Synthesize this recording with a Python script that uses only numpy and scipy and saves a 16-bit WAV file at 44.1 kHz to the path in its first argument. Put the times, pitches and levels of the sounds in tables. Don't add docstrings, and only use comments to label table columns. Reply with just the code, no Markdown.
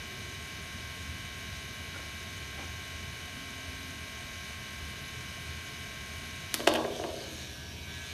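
import sys
import numpy as np
from scipy import signal
from scipy.fft import rfft, irfft
from scipy.io import wavfile

SR = 44100
rng = np.random.default_rng(int(sys.argv[2]) if len(sys.argv) > 2 else 0)


def persist_wave(psi):
    counts = np.round(np.clip(psi, -1, 1) * 32767).astype(np.int16)
    wavfile.write(sys.argv[1], SR, np.atleast_2d(counts).T)


N = 358523
T = np.arange(N) / SR
FREQS = np.arange(N // 2 + 1) * SR / N
TOP_HZ = 13950
TURN_HZ = 39.922
SWAT_S = 6.56


def undb(db):
    return 10 ** (np.asarray(db) / 20)


def along(rows, f, axis=1):
    rows = np.array(rows)
    return np.interp(np.log(f + 1), np.log(rows[:, 0]), rows[:, axis])


def noise(db):
    return irfft(rfft(rng.standard_normal(N)) * undb(db), N) * np.sqrt(SR / 2)


def walk(rate_hz):
    sos = signal.butter(2, rate_hz, fs=SR, output="sos")
    drift = signal.sosfilt(sos, rng.standard_normal(N))
    return drift / drift.std()


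def lowpass(x, hz, order=2):
    return signal.sosfilt(signal.butter(order, min(hz, TOP_HZ), fs=SR, output="sos"), x)


def hiss(hz, half_width_hz):
    return np.sqrt(2) * walk(half_width_hz) * np.cos(2 * np.pi * hz * T)


def wavering_tone(hz, wander_hz, rate_hz):
    return np.sin(2 * np.pi * np.cumsum(hz + wander_hz * walk(rate_hz)) / SR)


def envelope(start_s, attack_s, hold_s, release_s):
    age_s = T - start_s
    fall = np.exp(-np.maximum(age_s - attack_s - hold_s, 0) / release_s)
    return np.clip(age_s / attack_s, 0, 1) * fall


def swells(rows):
    total = np.zeros(N)
    for start_s, db, length_s in rows:
        age = np.maximum(T - start_s, 0) * 2 / length_s
        total += undb(db) * age * np.exp(1 - age)
    return total


def rumble():
    level_db, swell_db, swell_hz = -47.5, 1, 7.5
    # (frequency [Hz], relative level [dB])
    colour = [(20, -36), (28, -26), (38, -15), (52, -10.5), (66, -3.5), (82, 3), (105, -6), (140, -6),
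              (180, -21), (260, -64)]
    # (time [s], level [dB], length [s])
    thuds = [(1.04, -46, 0.12), (1.49, -43, 0.061), (3.03, -44, 0.07), (5.45, -46.5, 0.1)]
    low = noise(along(colour, FREQS))
    swell = np.hypot(undb(level_db + swell_db * walk(swell_hz)), swells(thuds))
    return low / low.std() * swell


def air():
    # (frequency [Hz], density [dB per Hz])
    density = [(20, -110), (130, -77.5), (200, -74), (280, -79.5), (345, -83), (430, -79.5), (500, -91),
               (640, -80.5), (725, -81), (800, -99)]
    return noise(along(density, FREQS))


def hums(attack_s=0.068, release_s=0.13, wander_hz=9):
    # (time [s], hold [s], frequency [Hz], level [dB])
    passing = [(0, .2, 375.5, -54.5), (0.944, 0.13, 268, -53.5), (3.28, 0.68, 265.5, -52.5)]
    total = np.zeros(N)
    for start_s, hold_s, hz, db in passing:
        level = undb(db) * envelope(start_s, attack_s, hold_s, release_s)
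        total += level * wavering_tone(hz, wander_hz, rate_hz=27.6)
    return total


def cat(grain_db=2, creak_hz=1450, creak_wander_hz=45):
    # (time [s], level [dB], length [s])
    scuffs = [(1.943, -46, 0.012), (1.955, -47, 0.022), (1.992, -43, 0.0075), (2.023, -50, 0.016),
              (2.576, -45, 0.014), (2.587, -44, 0.023), (2.614, -48, 0.046)]
    # (frequency [Hz], relative level [dB])
    colour = [(100, -7), (280, 2.5), (480, -6), (760, -3.5), (1150, -10), (1450, -8), (1800, -16),
              (2300, -6), (5000, -42)]
    # (time [s], level [dB], length [s])
    creaks = [(1.942, -43, .009), (1.959, -41, 0.01)]
    rub = noise(along(colour, FREQS))
    rub = rub * undb(grain_db * walk(90))
    creak = wavering_tone(creak_hz, creak_wander_hz, rate_hz=140)
    return rub / rub.std() * swells(scuffs) + creak * swells(creaks)


def response(points, spread_s=0., size=4096):
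    f = np.arange(size // 2 + 1) * SR / size
    cepstrum = irfft(np.log(undb(along(points, f))))
    cepstrum[1:size // 2] *= 2
    cepstrum[size // 2 + 1:] = 0
    bending_phase = 4 * np.pi * spread_s * np.sqrt(1000 * f)
    ring = irfft(np.exp(rfft(cepstrum) - 1j * bending_phase))
    return ring / np.abs(ring).max()


def room(x, build_s=0.0038, early_db=-8, early_s=0.0053, count=14):
    # (frequency [Hz], level [dB], t60 [s])
    decay = [(150, -37, 1.0), (310, -1, 1), (580, -7.5, 1.04), (1010, -1, 0.5), (1960, -12, 0.66),
             (2900, -10, 0.42), (4100, -2, 0.67), (7950, -10, 1.4), (14000, -8, 0.31)]
    t = T[:2 * SR]
    f = np.arange(SR + 1) / 2
    edges_hz = np.geomspace(100, TOP_HZ, count + 1)
    diffuse = rfft(rng.standard_normal(len(t)))
    early = t * np.exp(-2 * t / early_s)
    early = undb(early_db) * early / np.linalg.norm(early)
    tail = np.zeros(len(t))
    for lo, hi in zip(edges_hz, edges_hz[1:]):
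        centre_hz = np.sqrt(lo * hi)
        fade = np.exp(-np.log(1000) * t / along(decay, centre_hz, axis=2))
        fade = fade * (1 - np.exp(-t / build_s))
        late = undb(along(decay, centre_hz)) * fade / np.linalg.norm(fade)
        tail += (late + early) * irfft(diffuse * (f >= lo) * (f < hi))
    return signal.fftconvolve(x, tail)[:N]


def roll(bumps_per_s=70, count=4):
    start_s, attack_s, hold_s, release_s = 6.69, 0.073, 0.35, 0.077
    level_db, fade_db_per_s = -41, -11
    bright_hz, dull_hz, slowing_s = 1680, 480, 0.17
    age_s = np.maximum(T - start_s, 0)
    strength = undb(level_db + fade_db_per_s * age_s)
    strength = strength * envelope(start_s, attack_s, hold_s, release_s)
    hits = rng.random(N) < bumps_per_s / SR
    bumps = hits * rng.standard_normal(N) * strength + 1e-18
    speed = np.exp(-age_s / slowing_s)
    total = np.zeros(N)
    for hz, pick in zip(np.linspace(dull_hz, bright_hz, count), np.eye(count)):
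        share = np.interp(speed, np.linspace(0, 1, count), pick)
        total += lowpass(bumps * share + 1e-18, hz, order=6)
    return total


def clatter(ring_db=-2.5, spot_db=2, upper_hz=800, size=256):
    # (time [s], plank knock [dB], plastic click [dB], knock low-pass [Hz], upper-mode lift [dB])
    blows = [(6.5406, -19.5, -60, 300, 4), (6.5415, -32, -9, 6900, 0), (6.5926, -28, -50, 1510, 2),
             (6.601, -19, -60, 780, -4), (6.6023, -24.5, -33, 4500, -4), (6.6701, -17.5, -29, 3500, 7),
             (6.672, -22.5, -15, 3500, -2), (6.6732, -7, -34, 3600, -4), (6.675, -27, -8.5, 3950, 0),
             (6.679, -26, -35, 3500, 0), (6.688, -31, -18, 4000, 0), (6.7, -32, -33, 4000, 4),
             (6.715, -23, -41, 4000, 9), (6.7379, -23, -20.5, 6500, 6), (6.7502, -19.5, -34, 5000, 1),
             (6.7545, -19, -28, 6040, 9.5), (6.7582, -21, -28, 6000, 3), (6.771, -25.5, -42, 3000, 3),
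             (6.786, -21, -55, 1300, 8), (6.808, -21.5, -55, 1190, -1), (6.8435, -28, -38, 2500, 0),
             (6.8477, -19, -32, 1710, 0), (6.878, -21.5, -55, 890, -4), (6.906, -30, -60, 800, 0),
             (6.921, -26, -60, 806, -2), (6.941, -34, -60, 800, 0), (6.991, -31, -50, 1100, -8),
             (6.9964, -23.5, -38, 1307, -2), (7.013, -25, -55, 800, -4), (7.0378, -25, -40, 2840, 0.5),
             (7.0433, -25, -38, 1500, -2), (7.0463, -23.5, -58, 902, 0), (7.088, -28, -58, 900, 0),
             (7.139, -27.5, -58, 688, 0), (7.169, -30, -60, 657, 0), (7.207, -30, -60, 605, 11),
             (7.241, -30.5, -60, 540, 0), (7.275, -31, -60, 500, 0), (7.32, -32, -60, 300, 0)]
    # (frequency [Hz], relative level [dB])
    knock_colour = [(100, -29), (200, -12), (320, 2), (400, 2.5), (480, 1), (540, 7), (615, 6), (710, 2.5),
                    (790, -7), (900, -8.5), (1080, -5), (1270, -11), (1650, -4), (2130, -13), (2900, -3),
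                    (4200, -17), (12000, -61)]
    # (frequency [Hz], relative level [dB])
    click_colour = [(200, -40), (900, 5.5), (1700, 12), (3000, 8.5), (4500, 10.5), (6300, 8), (7500, 6.5),
                    (9000, 8), (14000, 6.5)]
    # (frequency [Hz], level before ring_db [dB], t60 [s])
    floor_modes = [(238, -29.5, 2.2), (319, -26.5, 1.3), (351, -32, .9), (398, -33, .9), (412, -33, .9),
                   (460, -33, 1.1), (520, -30, 1.2), (577, -27.5, .9), (615, -27, .85), (652, -28, .7),
                   (698, -31, .65), (747, -33, .55), (840, -29.5, .55), (878, -30.5, .5), (953, -31, .42),
                   (1058, -32, .38), (1130, -29, .36), (1394, -41, .2), (1656, -31, .12)]
    t = T[:SR]
    hz, db, t60_s = np.transpose(floor_modes)
    decays = np.exp(-np.log(1000) * t / t60_s[:, None])
    modes = undb(db + ring_db)[:, None] * np.sin(2 * np.pi * np.outer(hz, t)) * decays
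    knocks, clicks = roll(), np.zeros(N)
    ring = signal.fftconvolve(knocks, modes.sum(0))
    for start_s, knock_db, click_db, bright_hz, upper_db in blows:
        i = int(start_s * SR)
        push = undb(knock_db) * lowpass(signal.unit_impulse(size), bright_hz, order=4)
        knocks[i:i + size] += push
        clicks[i:i + size] += undb(click_db) * lowpass(signal.unit_impulse(size), 2 * bright_hz)
        side, scatter = rng.standard_normal((2, len(hz)))
        mix = np.sign(side) * undb(spot_db * scatter + upper_db * (hz > upper_hz))
        ring[i:i + len(t)] += signal.fftconvolve(mix @ modes, push)[:len(t)]
    planks = signal.fftconvolve(knocks, response(knock_colour, spread_s=0.002166))[:N]
    plastic = signal.fftconvolve(clicks, response(click_colour, spread_s=0.001762))[:N]
    direct = planks + plastic
    return direct + room(direct) + ring[:N]


def turning_hiss():
    # (peak time [s], fall to 1/e either side [s], centre [Hz], half width [Hz], level [dB])
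    hisses = [(6.95, 0.05, 3378, 330, -46.5), (6.975, 0.04, 5480, 700, -53), (7.21, 0.06, 4500, 450, -51.5),
              (7.373, 0.092, 6550, 350, -55), (7.398, 0.23, 3930, 200, -57),
              (7.578, 0.27, 5610, 248, -55.5)]
    total = np.zeros(N)
    for peak_s, length_s, hz, half_width_hz, db in hisses:
        swell = np.exp(-((T - peak_s) / length_s) ** 2)
        total += undb(db) * swell * hiss(hz, half_width_hz)
    return total


def case_db(axis):
    # (centre [Hz], width at half the dB lift [Hz], lift still [dB], lift knocked away [dB])
    resonances = [(1550, 290, 5.5, 2), (2316, 71, 9.5, 1.5), (2984, 130, 6.5, 7.5), (3935, 460, 3.5, 4.5),
                  (9770, 180, 10.5, 7), (11150, 300, 9, 8)]
    lift_db = np.zeros(len(FREQS))
    for row in resonances:
        lift_db += row[axis] / (1 + (2 * (FREQS - row[0]) / row[1]) ** 2)
    return lift_db


def ripple(depth_db=2.0, spacing_hz=70):
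    heights = rng.standard_normal(1024)
    return depth_db * np.interp(FREQS / spacing_hz, np.arange(len(heights)), heights)


def one_turn(colour_db, axis, scatter_db=1.5, snap=3, snap_hz=4200, size=8192):
    # (order, still [dB], spinning side on [dB], spinning end on [dB])
    set_lines = [(24, -68, -69, -69), (27, -56.5, -70, -70), (29, -71, -80, -80), (33, -65, -70, -81),
                 (36, -70, -76, -76), (37, -69, -78, -78), (38, -68, -77, -77), (39, -57.5, -62, -63),
                 (40, -56.5, -76, -76), (42, -65, -61, -62), (43, -69, -77, -77), (45, -65, -70, -75),
                 (48, -58.5, -71, -73), (51, -55.5, -72, -74), (54, -72, -74, -74), (55, -63, -76, -76),
                 (56, -67, -76, -76), (57, -54, -60, -63), (58, -65, -76, -78), (59, -63, -73, -73),
                 (60, -58.5, -64, -66), (63, -64, -68, -68), (66, -64, -70, -70), (69, -66, -72, -72),
                 (72, -60.5, -69, -66), (75, -56.5, -71, -71), (78, -72, -62, -63), (79, -66, -72, -74),
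                 (81, -69, -65, -71), (87, -70, -64, -67), (90, -65, -65, -69), (91, -66, -75, -75),
                 (96, -74, -75, -67), (97, -61, -75, -70), (102, -68, -66, -79), (105, -65.5, -68, -76),
                 (126, -67, -76, -76), (148, -68, -76, -76), (159, -67.5, -72, -76)]
    # (frequency [Hz], stroke harmonics [dB], those between [dB])
    other_lines = [(40, -110, -120), (120, -72.5, -84), (360, -68, -81), (550, -82, -94), (890, -73, -74.5),
                   (1500, -111, -96.5), (2600, -65, -70), (4300, -70.5, -88), (5200, -71, -83.5),
                   (6540, -71.5, -91), (7700, -84, -95), (8300, -90, -97), (9400, -101, -107),
                   (11000, -93, -91), (12100, -108, -116), (13900, -105, -105)]
    order = np.arange(size // 2 + 1)
    f = order * TURN_HZ
    db = np.where(order % 3 > 0, along(other_lines, f, axis=2), along(other_lines, f))
    db = db + np.interp(f, FREQS, colour_db) + scatter_db * rng.standard_normal(len(f))
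    for row in set_lines:
        db[int(row[0])] = row[axis]
    bite = np.exp(-(3 * np.arange(size) / size % 1) / .16)
    grit = rng.standard_normal(size)
    phase = np.angle(np.where(f > snap_hz, rfft(grit * (1 + snap * bite)), rfft(grit)))
    lines = undb(db) * np.exp(1j * phase) * (f > 0) * (f < TOP_HZ)
    return irfft(lines) * size / np.sqrt(2)


def tones(turns, end_on, flutter=0.03, play_turns=.0001, echo=0.61, lag_s=0.00021, count=3):
    weak_db = -3.0
    place = (turns + play_turns * walk(15)) % 1
    knocked_colour_db = case_db(axis=3) + weak_db
    shapes = (one_turn(case_db(axis=2), axis=1),
              one_turn(knocked_colour_db, axis=2),
              one_turn(knocked_colour_db, axis=3))
    still, side, end = (np.interp(place, np.linspace(0, 1, len(w), endpoint=False), w)
                        for w in shapes)
    knocked = np.clip((T - SWAT_S) / 0.15, 0, 1)
    moving = side * np.sqrt(1 - end_on) + end * np.sqrt(end_on)
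    bounces = np.zeros(N)
    for late_s in rng.uniform(0.00304, .02, count):
        bounces += np.interp(T - late_s - lag_s * walk(1.24), T, moving)
    moving = (moving + echo * bounces) / np.sqrt(1 + count * echo ** 2)
    buzz = np.sqrt(1 - knocked) * still + np.sqrt(knocked) * moving
    return buzz * (1 + flutter * walk(34))


def rasp(turns, spun, treble_db, split_hz=3600, echo=0.065, lag_s=0.00058):
    # (frequency [Hz], density before case lift and levels [dB per Hz])
    density = [(300, -100), (650, -95.5), (820, -93), (1250, -89.5), (2200, -86.5), (4000, -85.5),
               (4600, -88.5), (5500, -90), (6500, -84), (7200, -101), (8400, -92.5), (10500, -102),
               (12600, -102), (13500, -109)]
    stroke = 3 * turns % 1
    strength = 1 + .45 * np.cos(2 * np.pi * turns) + .2 * walk(60)
    bite = np.exp(-stroke / .16) * strength
    chatter = .12 * np.cos(6 * np.pi * stroke) + .1 * np.cos(8 * np.pi * stroke)
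    gates = 1 + .25 * bite + chatter, 1 + 1.05 * bite + chatter
    colour = undb(along(density, FREQS) + case_db(axis=2) + ripple()) * np.sqrt(SR / 2)
    grit = rng.standard_normal(N)
    body, edge = (rfft(grit * gate / np.sqrt(np.mean(gate ** 2))) * colour for gate in gates)
    lower = 1 / (1 + (FREQS / split_hz) ** 4)
    sound = irfft(body * lower, N) + undb(treble_db) * irfft(edge * (1 - lower), N)
    knocked = np.clip(spun * 10, 0, 1)
    turned = irfft(rfft(sound) * undb(case_db(axis=3) - case_db(axis=2)), N)
    sound = sound + (turned - sound) * knocked
    bounce = np.interp(T - lag_s * (1 + 0.69 * np.cos(4 * np.pi * spun)), T, sound)
    share = echo * knocked
    return (sound + share * bounce) / np.sqrt(1 + share ** 2)


def vary_bands(x, depth_db=4.0, rate_hz=9, count=9):
    spectrum = rfft(x)
    centres_hz = np.linspace(3000, TOP_HZ, count)
    total = np.zeros(N)
    for k, pick in enumerate(np.eye(count)):
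        band = irfft(spectrum * np.interp(FREQS, centres_hz, pick), N)
        total += band * undb(depth_db * k / count * walk(rate_hz))
    return total


def shaver(drift_hz=0.0072):
    fling_turns, fling_s, spin_turns_per_s = 0.26, 0.23, 0.414
    still_tone_db, still_rasp_db, still_treble_db = -0.46, 0, -2.5
    knocked_tone_db, knocked_rasp_db, knocked_treble_db = 5, 0.7, 1.5
    end_rasp_db, end_treble_db, end_sharpness = -3, -10, 6.1
    lift_db = -4 * envelope(SWAT_S, attack_s=.12, hold_s=0.7, release_s=0.32)
    turns = np.cumsum(TURN_HZ + drift_hz * walk(2.34)) / SR
    age_s = np.maximum(T - SWAT_S, 0)
    knocked = 1 - np.exp(-age_s / fling_s)
    spun = fling_turns * knocked + spin_turns_per_s * age_s
    end_on = np.abs(np.sin(2 * np.pi * spun)) ** end_sharpness
    tone_db = still_tone_db + knocked_tone_db * knocked + lift_db
    rasp_db = still_rasp_db + knocked_rasp_db * knocked + end_rasp_db * end_on
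    treble_db = still_treble_db + knocked_treble_db * knocked + end_treble_db * end_on
    buzz = undb(tone_db) * tones(turns, end_on)
    scrape = undb(rasp_db) * rasp(turns, spun, treble_db)
    return vary_bands(buzz + scrape)


def scene():
    home = rumble() + air() + hums()
    return (home + cat() + clatter() + turning_hiss() + shaver())[None]


def record(dry):
    return signal.sosfilt(signal.ellip(10, .2, 80, TOP_HZ, fs=SR, output="sos"), dry)


dry = scene()
out = record(dry)
persist_wave(out)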